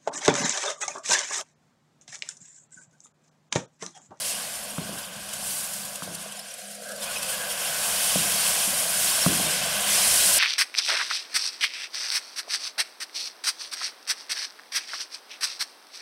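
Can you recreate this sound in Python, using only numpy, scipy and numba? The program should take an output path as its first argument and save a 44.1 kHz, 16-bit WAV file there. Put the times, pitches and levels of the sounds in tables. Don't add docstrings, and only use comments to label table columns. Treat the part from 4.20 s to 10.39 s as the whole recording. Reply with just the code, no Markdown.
import sys
import numpy as np
from scipy import signal
from scipy.fft import rfft, irfft, next_fast_len
from scipy.io import wavfile
from scipy.ndimage import uniform_filter1d
from numba import njit

SR = 44100
rng = np.random.default_rng(int(sys.argv[2]) if len(sys.argv) > 2 else 0)


def convert_level_to_amplitude(level_db):
    exponent = np.asarray(level_db, float) / 20
    return 10 ** exponent


def unload_wav(signal):
    wavfile.write(
        sys.argv[1],
        SR,
        np.round(np.clip(np.atleast_2d(signal).T, -1, 1) * 32767).astype(np.int16),
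    )


N = 272802
SIZE = next_fast_len(N)
FREQ = np.maximum(np.fft.rfftfreq(SIZE, 1 / SR), 1)
CALM_BOIL_DB, CALM_STEAM_DB = -44, -41


def unit(x):
    return x / np.sqrt(np.mean(x ** 2))


def curves(table):
    s, *columns = np.transpose(table)
    return [np.interp(np.arange(N) / SR, s, column) for column in columns]


def stage(times):
    return np.interp(np.arange(N) / SR, np.sort(times), (0, 1, 1, 0))


def walk(rate):
    hold = int(SR / rate)
    steps = np.repeat(rng.standard_normal(N // hold + 1), hold)[:N]
    return unit(uniform_filter1d(uniform_filter1d(steps, hold), hold))


def shape(x, gain):
    return irfft(rfft(x, SIZE) * gain, SIZE)[:N]


def colour(x, spectrum, lo_hz, hi_hz):
    hz, db = np.transpose(spectrum)
    edges = 1 / np.sqrt((1 + (lo_hz / FREQ) ** 16) * (1 + (FREQ / hi_hz) ** 16))
    tilt = convert_level_to_amplitude(np.interp(np.log(FREQ), np.log(hz), db))
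    return unit(shape(x, tilt * edges))


def resonate(x, modes):
    power = 0
    for hz, width, db in modes:
        detune = (FREQ - hz * hz / FREQ) / width
        power = power + convert_level_to_amplitude(2 * db) / (1 + detune ** 4) ** 2
    return unit(shape(x, np.sqrt(power)))


def ring(t, hz, t60):
    return np.sin(2 * np.pi * hz * t) * np.exp(-np.log(1000) * t / t60)


@njit
def grains(start, hz, length, size, glide):
    out = np.zeros(N + SR)
    for k in range(len(start)):
        z, turn = size[k] + 0j, np.exp(2j * np.pi * hz[k] / SR)
        bend = np.exp(2j * np.pi * hz[k] * glide / SR / length[k])
        for i in range(length[k]):
            z = z * turn
            turn = turn * bend
            u = i / length[k]
            out[start[k] + i] += z.imag * u * (1 - u) * (1 - u)
    return out[:N]


def pops(rate, lo_hz, hi_hz, cycles, spread_db):
    when, pitch, ringing, size = rng.random((int(rate * N / SR), 4)).T
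    hz = lo_hz + (hi_hz - lo_hz) * pitch
    length = (cycles * (0.21 + 1.72 * ringing) * SR / hz).astype(np.int64) + 8
    gain = convert_level_to_amplitude(spread_db * np.minimum(-np.log(size), 4.5)) / np.sqrt(length)
    return unit(grains((when * N).astype(np.int64), hz, length, gain, 0.03))


# (time [s], sizzle level [dB], fineness of the spray [dB])
STEAM = [(0, -31.5, -4.5), (.43, -37, 0), (.88, -43, 2), (1.21, -36.5, -3), (1.28, -29, 3),
         (1.62, -35.5, 3), (2.12, -46, -6), (2.79, -42, -4), (2.83, -36.5, 0), (3.35, -33.5, 3.5),
         (3.75, -25, 2.5), (4.4, -25.5, 1.5), (4.73, -27, 4), (4.88, -23, 3.5), (5.4, -29, -1.5),
         (5.65, -29.5, 2.5), (5.73, -21, -2.5), (6.19, -19.5, 1.5)]
# (frequency [Hz], level per Hz [dB])
SIZZLE_COLOUR = [(1500, 9), (2500, 8), (3500, -3.5), (5160, -3.5), (6200, -6), (9010, 3), (11100, -0.5),
                 (16000, -4.5)]
# (time [s], rise over the sizzle [dB], length [s])
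SPURTS = [(0.085, 5, 0.1), (0.788, 6.5, 0.018), (0.962, 5, 0.014), (1.092, 6.5, 0.014), (1.136, 8.5, 0.014),
          (1.538, 5.5, 0.014), (1.655, 6, 0.02), (1.758, 8.5, 0.014), (1.833, 6.5, 0.02), (1.897, 0, .02),
          (1.952, 11, 0.019), (2.011, 7.5, 0.056), (2.124, 7.5, 0.014), (2.167, 5, 0.021),
          (2.195, 9.5, 0.015), (2.287, 7, 0.029), (2.315, 8, 0.019), (2.342, 9, 0.017), (2.395, 3, 0.068),
          (2.552, 5, 0.014), (2.602, 2, 0.03), (2.691, 7.5, 0.012), (2.721, 6.5, .01), (2.763, 8, 0.012),
          (2.835, 6, 0.028), (2.97, 2.5, 0.037), (3.03, 8, 0.016), (3.095, 6, 0.028), (3.135, 6.5, 0.029),
          (4.27, 1.5, 0.05)]
# (low [Hz], high [Hz], level [dB], share following the boil instead of the steam [0-1],
# pull of fineness [dB per dB], share of vents [0-1])
SPRAY = [(1846, 2400, -7.5, 0.81, -.3, 0.23), (3620, 6030, -4, 0.38, -.3, 0.49),
         (5860, 11440, -1.96, 0.038, .02, 0.94), (11200, 39000, -13.5, .05, 1.05, 0.73)]


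def sizzle():
    t = np.arange(N) / SR
    (main_db, fine_db), boil_db = curves(STEAM), curves(BOIL)[0]
    flutter_db = np.interp(main_db, (-44, -28), (2.07, 0.54))
    vents_db = 0.15 * walk(14) + flutter_db * walk(40) + 0.26 * walk(150)
    for s, db, length in SPURTS:
        near = slice(max(int((s - 0.1) * SR), 0), int((s + 0.1) * SR))
        width = np.where(t[near] < s, 0.27, 0.35) * length
        vents_db[near] += db * np.exp(-0.5 * ((t[near] - s) / width) ** 2)
    bubbly_db = np.interp(main_db, (-44, -30), (-2.5, -6.5))
    bubbles = pops(rate=2200, lo_hz=2400, hi_hz=16000, cycles=75, spread_db=2.5)
    hiss = rng.standard_normal(N)
    source = (hiss + convert_level_to_amplitude(bubbly_db) * bubbles) / np.sqrt(1 + convert_level_to_amplitude(2 * bubbly_db))
    out = 0
    for lo, hi, db, boil_share, pull, vent_share in SPRAY:
        follow_db = main_db + boil_share * (boil_db - main_db) + pull * fine_db + vent_share * vents_db
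        band = colour(source, SIZZLE_COLOUR, lo, hi)
        out = out + band * convert_level_to_amplitude(db + follow_db + 0.5 * walk(21.91))
    return out, vents_db


# (time [s], level [dB])
BOIL = [(0, -44), (.2, -42.5), (.5, -45), (1.2, -45.5), (1.3, -43.5), (1.8, -47.5), (2.5, -50.5),
        (2.77, -52.5), (2.84, -40), (3.1, -39.5), (3.55, -36), (3.85, -33.5), (4.27, -32), (4.66, -36),
        (4.9, -32.5), (5.58, -32.5), (5.74, -30), (6.19, -31.5)]
# (frequency [Hz], width [Hz], level [dB])
POT = [
    [(497, 87, 3), (608, 143, 6.5), (706, 100, 3)],
    [(819, 340, 2), (1069, 240, 5), (1184, 97, -1)],
    [(1341, 190, -5), (1498, 150, 1), (1620, 200, 0.5), (1800, 160, -17)],
    [(2684, 560, -3.5), (3140, 570, -1.5), (3600, 300, -7)],
]
# (calm-boil level [dB], slope [dB per dB of boil], under the bowl [dB],
# first splash [dB], share of vents [0-1])
ANSWER = [(-48.5, 0.6433, 2, 4, .05), (-49, 0.7256, -12, 7, 0.25), (-48, 0.81, -1, 11, 0.21),
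          (-45.5, 0.96, -1.5, 3, 0.51)]
# (frequency [Hz], width [Hz], level [dB])
COVER_MODE = [(548, 154, 0)]
# (starts to sink [s], lowest [s], tips away [s], clear [s])
BOWL_S = (2.1, 2.45, 2.74, 2.81)
POUR_S, COVER_DB = (2.59, 2.66, 3.3, 3.9), -47


def boil(vents_db):
    low_pops = pops(rate=500, lo_hz=350, hi_hz=2000, cycles=10, spread_db=2.2)
    high_pops = pops(rate=300, lo_hz=2300, hi_hz=3800, cycles=40, spread_db=2.4)
    low = rng.standard_normal(N) + convert_level_to_amplitude(-19) * low_pops
    high = rng.standard_normal(N) + convert_level_to_amplitude(-17) * high_pops
    vigour, bowl, pour = curves(BOIL)[0] - CALM_BOIL_DB, stage(BOWL_S), stage(POUR_S)
    slow = uniform_filter1d(vigour, SR)
    sources, drives = (low, low, low, high), (slow, vigour, vigour, vigour)
    out = resonate(rng.standard_normal(N), COVER_MODE) * convert_level_to_amplitude(COVER_DB) * pour
    for modes, source, drive, answer in zip(POT, sources, drives, ANSWER):
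        db, slope, bowl_db, splash_db, vent_share = answer
        answer_db = db + slope * drive + bowl * (bowl_db + splash_db * pour) + vent_share * vents_db
        out = out + resonate(source, modes) * convert_level_to_amplitude(answer_db + 0.7 * walk(25.02))
    return out


# (time [s], pitch
# [Hz], rms level [dB], length [s])
WHISTLES = [(0.109, 2760, -35.5, 0.018), (0.153, 2850, -35, .02), (0.453, 251, -51, 0.046),
            (0.532, 240, -44, 0.03), (4.95, 5370, -27, 0.022), (5.029, 5470, -22.5, .02),
            (2.119, 2990, -43, 0.0096), (2.125, 10000, -50, .01), (2.127, 7700, -43, .01),
            (2.173, 6900, -37, .01), (2.196, 5200, -35, 0.013), (2.2, 10000, -39, .01),
            (2.308, 5730, -36, .01), (2.345, 10100, -55, 0.013), (2.707, 557, -47, 0.036),
            (2.83, 5070, -35, .02), (2.822, 3600, -36, 0.016), (2.86, 2470, -38.5, 0.013),
            (2.875, 3410, -40, 0.022), (2.883, 2490, -35.5, 0.017), (2.904, 1466, -34, .03),
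            (2.967, 2540, -27.5, .018), (2.971, 5170, -34, .02), (3.036, 2610, -35, 0.034),
            (3.143, 1650, -34, .04), (3.229, 1620, -32.5, 0.068), (3.375, 2660, -38, .03)]


def whistles():
    out = np.zeros(N)
    for s, hz, db, length in WHISTLES:
        t = np.arange(int(2 * length * SR)) / SR
        breath = uniform_filter1d(rng.standard_normal(8820), size=160)[:len(t)]
        tone = np.sin(2 * np.pi * hz * t + 10 * breath) * np.hanning(len(t))
        at = int((s - length) * SR)
        out[at:at + len(t)] += convert_level_to_amplitude(db - 1.5) * tone
    return out


# (time [s], thud peak [dB], thud pitch [Hz], rim over thud [dB], tick over thud [dB])
KNOCKS = [(0.5813, -20, 174, -8, -3), (0.691, -31.5, 200, 3, -5), (0.961, -38, 135, -14, -20),
          (1.8219, -30.5, 180, -4, 8), (1.874, -39, 175, 10, -6), (1.8839, -33, 175, -9, -20),
          (1.922, -45, 190, 3, -5.5), (2.0605, -53.5, 200, 22, 6), (3.956, -19.5, 186, 3.5, -16),
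          (4.475, -29.5, 198, -3, -11), (5.0617, -9.5, 174, -7.5, -4), (5.197, -24.5, 196, 2, -16)]


def knocks():
    out, t = np.zeros(N + SR), np.arange(SR // 2) / SR
    rattle = resonate(rng.standard_normal(N), [(164, 43, -1), (264, 280, -11), (89.5, 87, -7.5)])
    rattle_swell = np.clip(t / 0.032, 0, 1) ** 2 * np.exp(-np.log(1000) * t / 0.52)
    late = np.maximum(t - 0.0019, 0)
    choke = np.exp(-(t / 0.0225) ** 3)
    tick = np.cos(2 * np.pi * 1200 * (t - 0.0011)) * np.exp(-((t - 0.001) / 0.0007) ** 2)
    rim = np.sin(2 * np.pi * 600 * (t - 0.0008)) * np.exp(-((t - 0.003) / 0.002) ** 2) * (t > 0.0008)
    for s, db, hz, rim_db, tick_db in KNOCKS:
        at = int(s * SR)
        thud = (ring(late, hz, 0.3) + convert_level_to_amplitude(-7) * ring(late, 1.42 * hz, 0.2)) * choke
        tail = convert_level_to_amplitude(-13.5) * rattle[at:at + len(t)] * rattle_swell
        contact = 0.73 * thud - convert_level_to_amplitude(rim_db) * rim - convert_level_to_amplitude(tick_db) * tick + tail
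        out[at:at + len(t)] += convert_level_to_amplitude(db) * contact
    return signal.sosfilt(signal.butter(2, 105, "high", fs=SR, output="sos"), out[:N])


# (on [s], off [s], level [dB])
HOB = [
    (0.07, 0.264, -56),
    (0.387, 1.342, -54.5),
    (1.413, 2.3, -57),
    (2.423, 3.38, -54.5),
    (3.59, 4.296, -53),
    (4.47, 5.048, -55),
    (5.273, 5.88, -50),
]


def hob():
    t, power = np.arange(N) / SR, 0
    for on, off, db in HOB:
        power = power + convert_level_to_amplitude(db) * np.clip(np.minimum(t - on, off - t) / 0.0074, 0, 1)
    hum_hz = 203.4 * (1 + 0.00814 * walk(12))
    phase = 2 * np.pi * np.cumsum(hum_hz) / SR
    return np.sqrt(2) * power * np.sin(phase) * convert_level_to_amplitude(2.2 * walk(18))


# (frequency [Hz], level per Hz [dB])
RUMBLE_COLOUR = [(14, -40), (22, -25.5), (107, -20.5), (171, -4.5), (200, -1), (306, -11), (440, -9.5),
                 (600, -23)]
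# (low [Hz], high [Hz], calm level [dB], slope [dB per dB of steam],
# slope [dB per dB of boil], level after a knock [dB])
RUMBLE_PARTS = [(15, 107, -68, 0.49, 0.34, -51.5), (94, 172, -63.5, 0.42, 0.16, -42.5),
                (193, 284, -60.5, 0.17, 0.07, -46), (310, 820, -67.5, .5, 0.52, -66)]
# (start [s], full [s], lifting [s], clear [s])
SHIELD_S = (1.7, 2.0, 2.4, 2.7)


def rumble():
    t, shudder = np.arange(N) / SR, 0
    steam, vigour = curves(STEAM)[0] - CALM_STEAM_DB, curves(BOIL)[0] - CALM_BOIL_DB
    for s, db, *_ in KNOCKS:
        since = np.maximum(t - s, 0)
        fade = convert_level_to_amplitude(db / 2 - 60 * since / 2.1)
        shudder = shudder + fade * np.minimum(since / 0.07, 1)
    noise, out = rng.standard_normal(N), 0
    for lo, hi, db, per_steam, per_boil, knock_db in RUMBLE_PARTS:
        kitchen = convert_level_to_amplitude(db + per_steam * steam + per_boil * vigour)
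        gain = np.hypot(kitchen, convert_level_to_amplitude(knock_db) * shudder)
        sway_db = 1.8 * walk(11) - 9 * stage(SHIELD_S)
        out = out + colour(noise, RUMBLE_COLOUR, lo, hi) * gain * convert_level_to_amplitude(sway_db)
    return out


def scene():
    steam, vents_db = sizzle()
    mono = steam + boil(vents_db) + whistles() + knocks() + hob() + rumble()
    return np.array([mono, mono])


def top_cut(x):
    return signal.sosfilt(signal.butter(12, 16820, fs=SR, output="sos"), x)


# (time [s], low [Hz], high [Hz])
FILLS = [(.155, 6900, 8300), (.365, 5200, 6400), (.365, 11000, 12400), (.365, 13800, 15700),
         (1.225, 13100, 14500), (1.41, 4200, 5200), (4.195, 9000, 11000), (4.755, 5200, 6400),
         (4.755, 6900, 8300), (4.755, 11000, 12400), (5.265, 9000, 10400), (5.265, 11000, 12400),
         (6.168, 13100, 14500)]


def record(dry):
    mid, side = shape(dry[0], FREQ < 15720), np.zeros(N + SR)
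    swell, f = np.hanning(2048), np.fft.rfftfreq(2048, 1 / SR)
    for s, lo, hi in FILLS:
        at = min(int(s * SR) - 1024, N - 2048)
        band = rfft(mid[at:at + len(swell)]) * (f > lo) * (f < hi)
        scatter = np.exp(2j * np.pi * rng.random(len(f)))
        side[at:at + len(swell)] += 0.63 * swell * irfft(band * scatter)
    side = side[:N]
    return top_cut(np.array([mid + side, mid - side]))


dry = scene()
out = record(dry)
unload_wav(out)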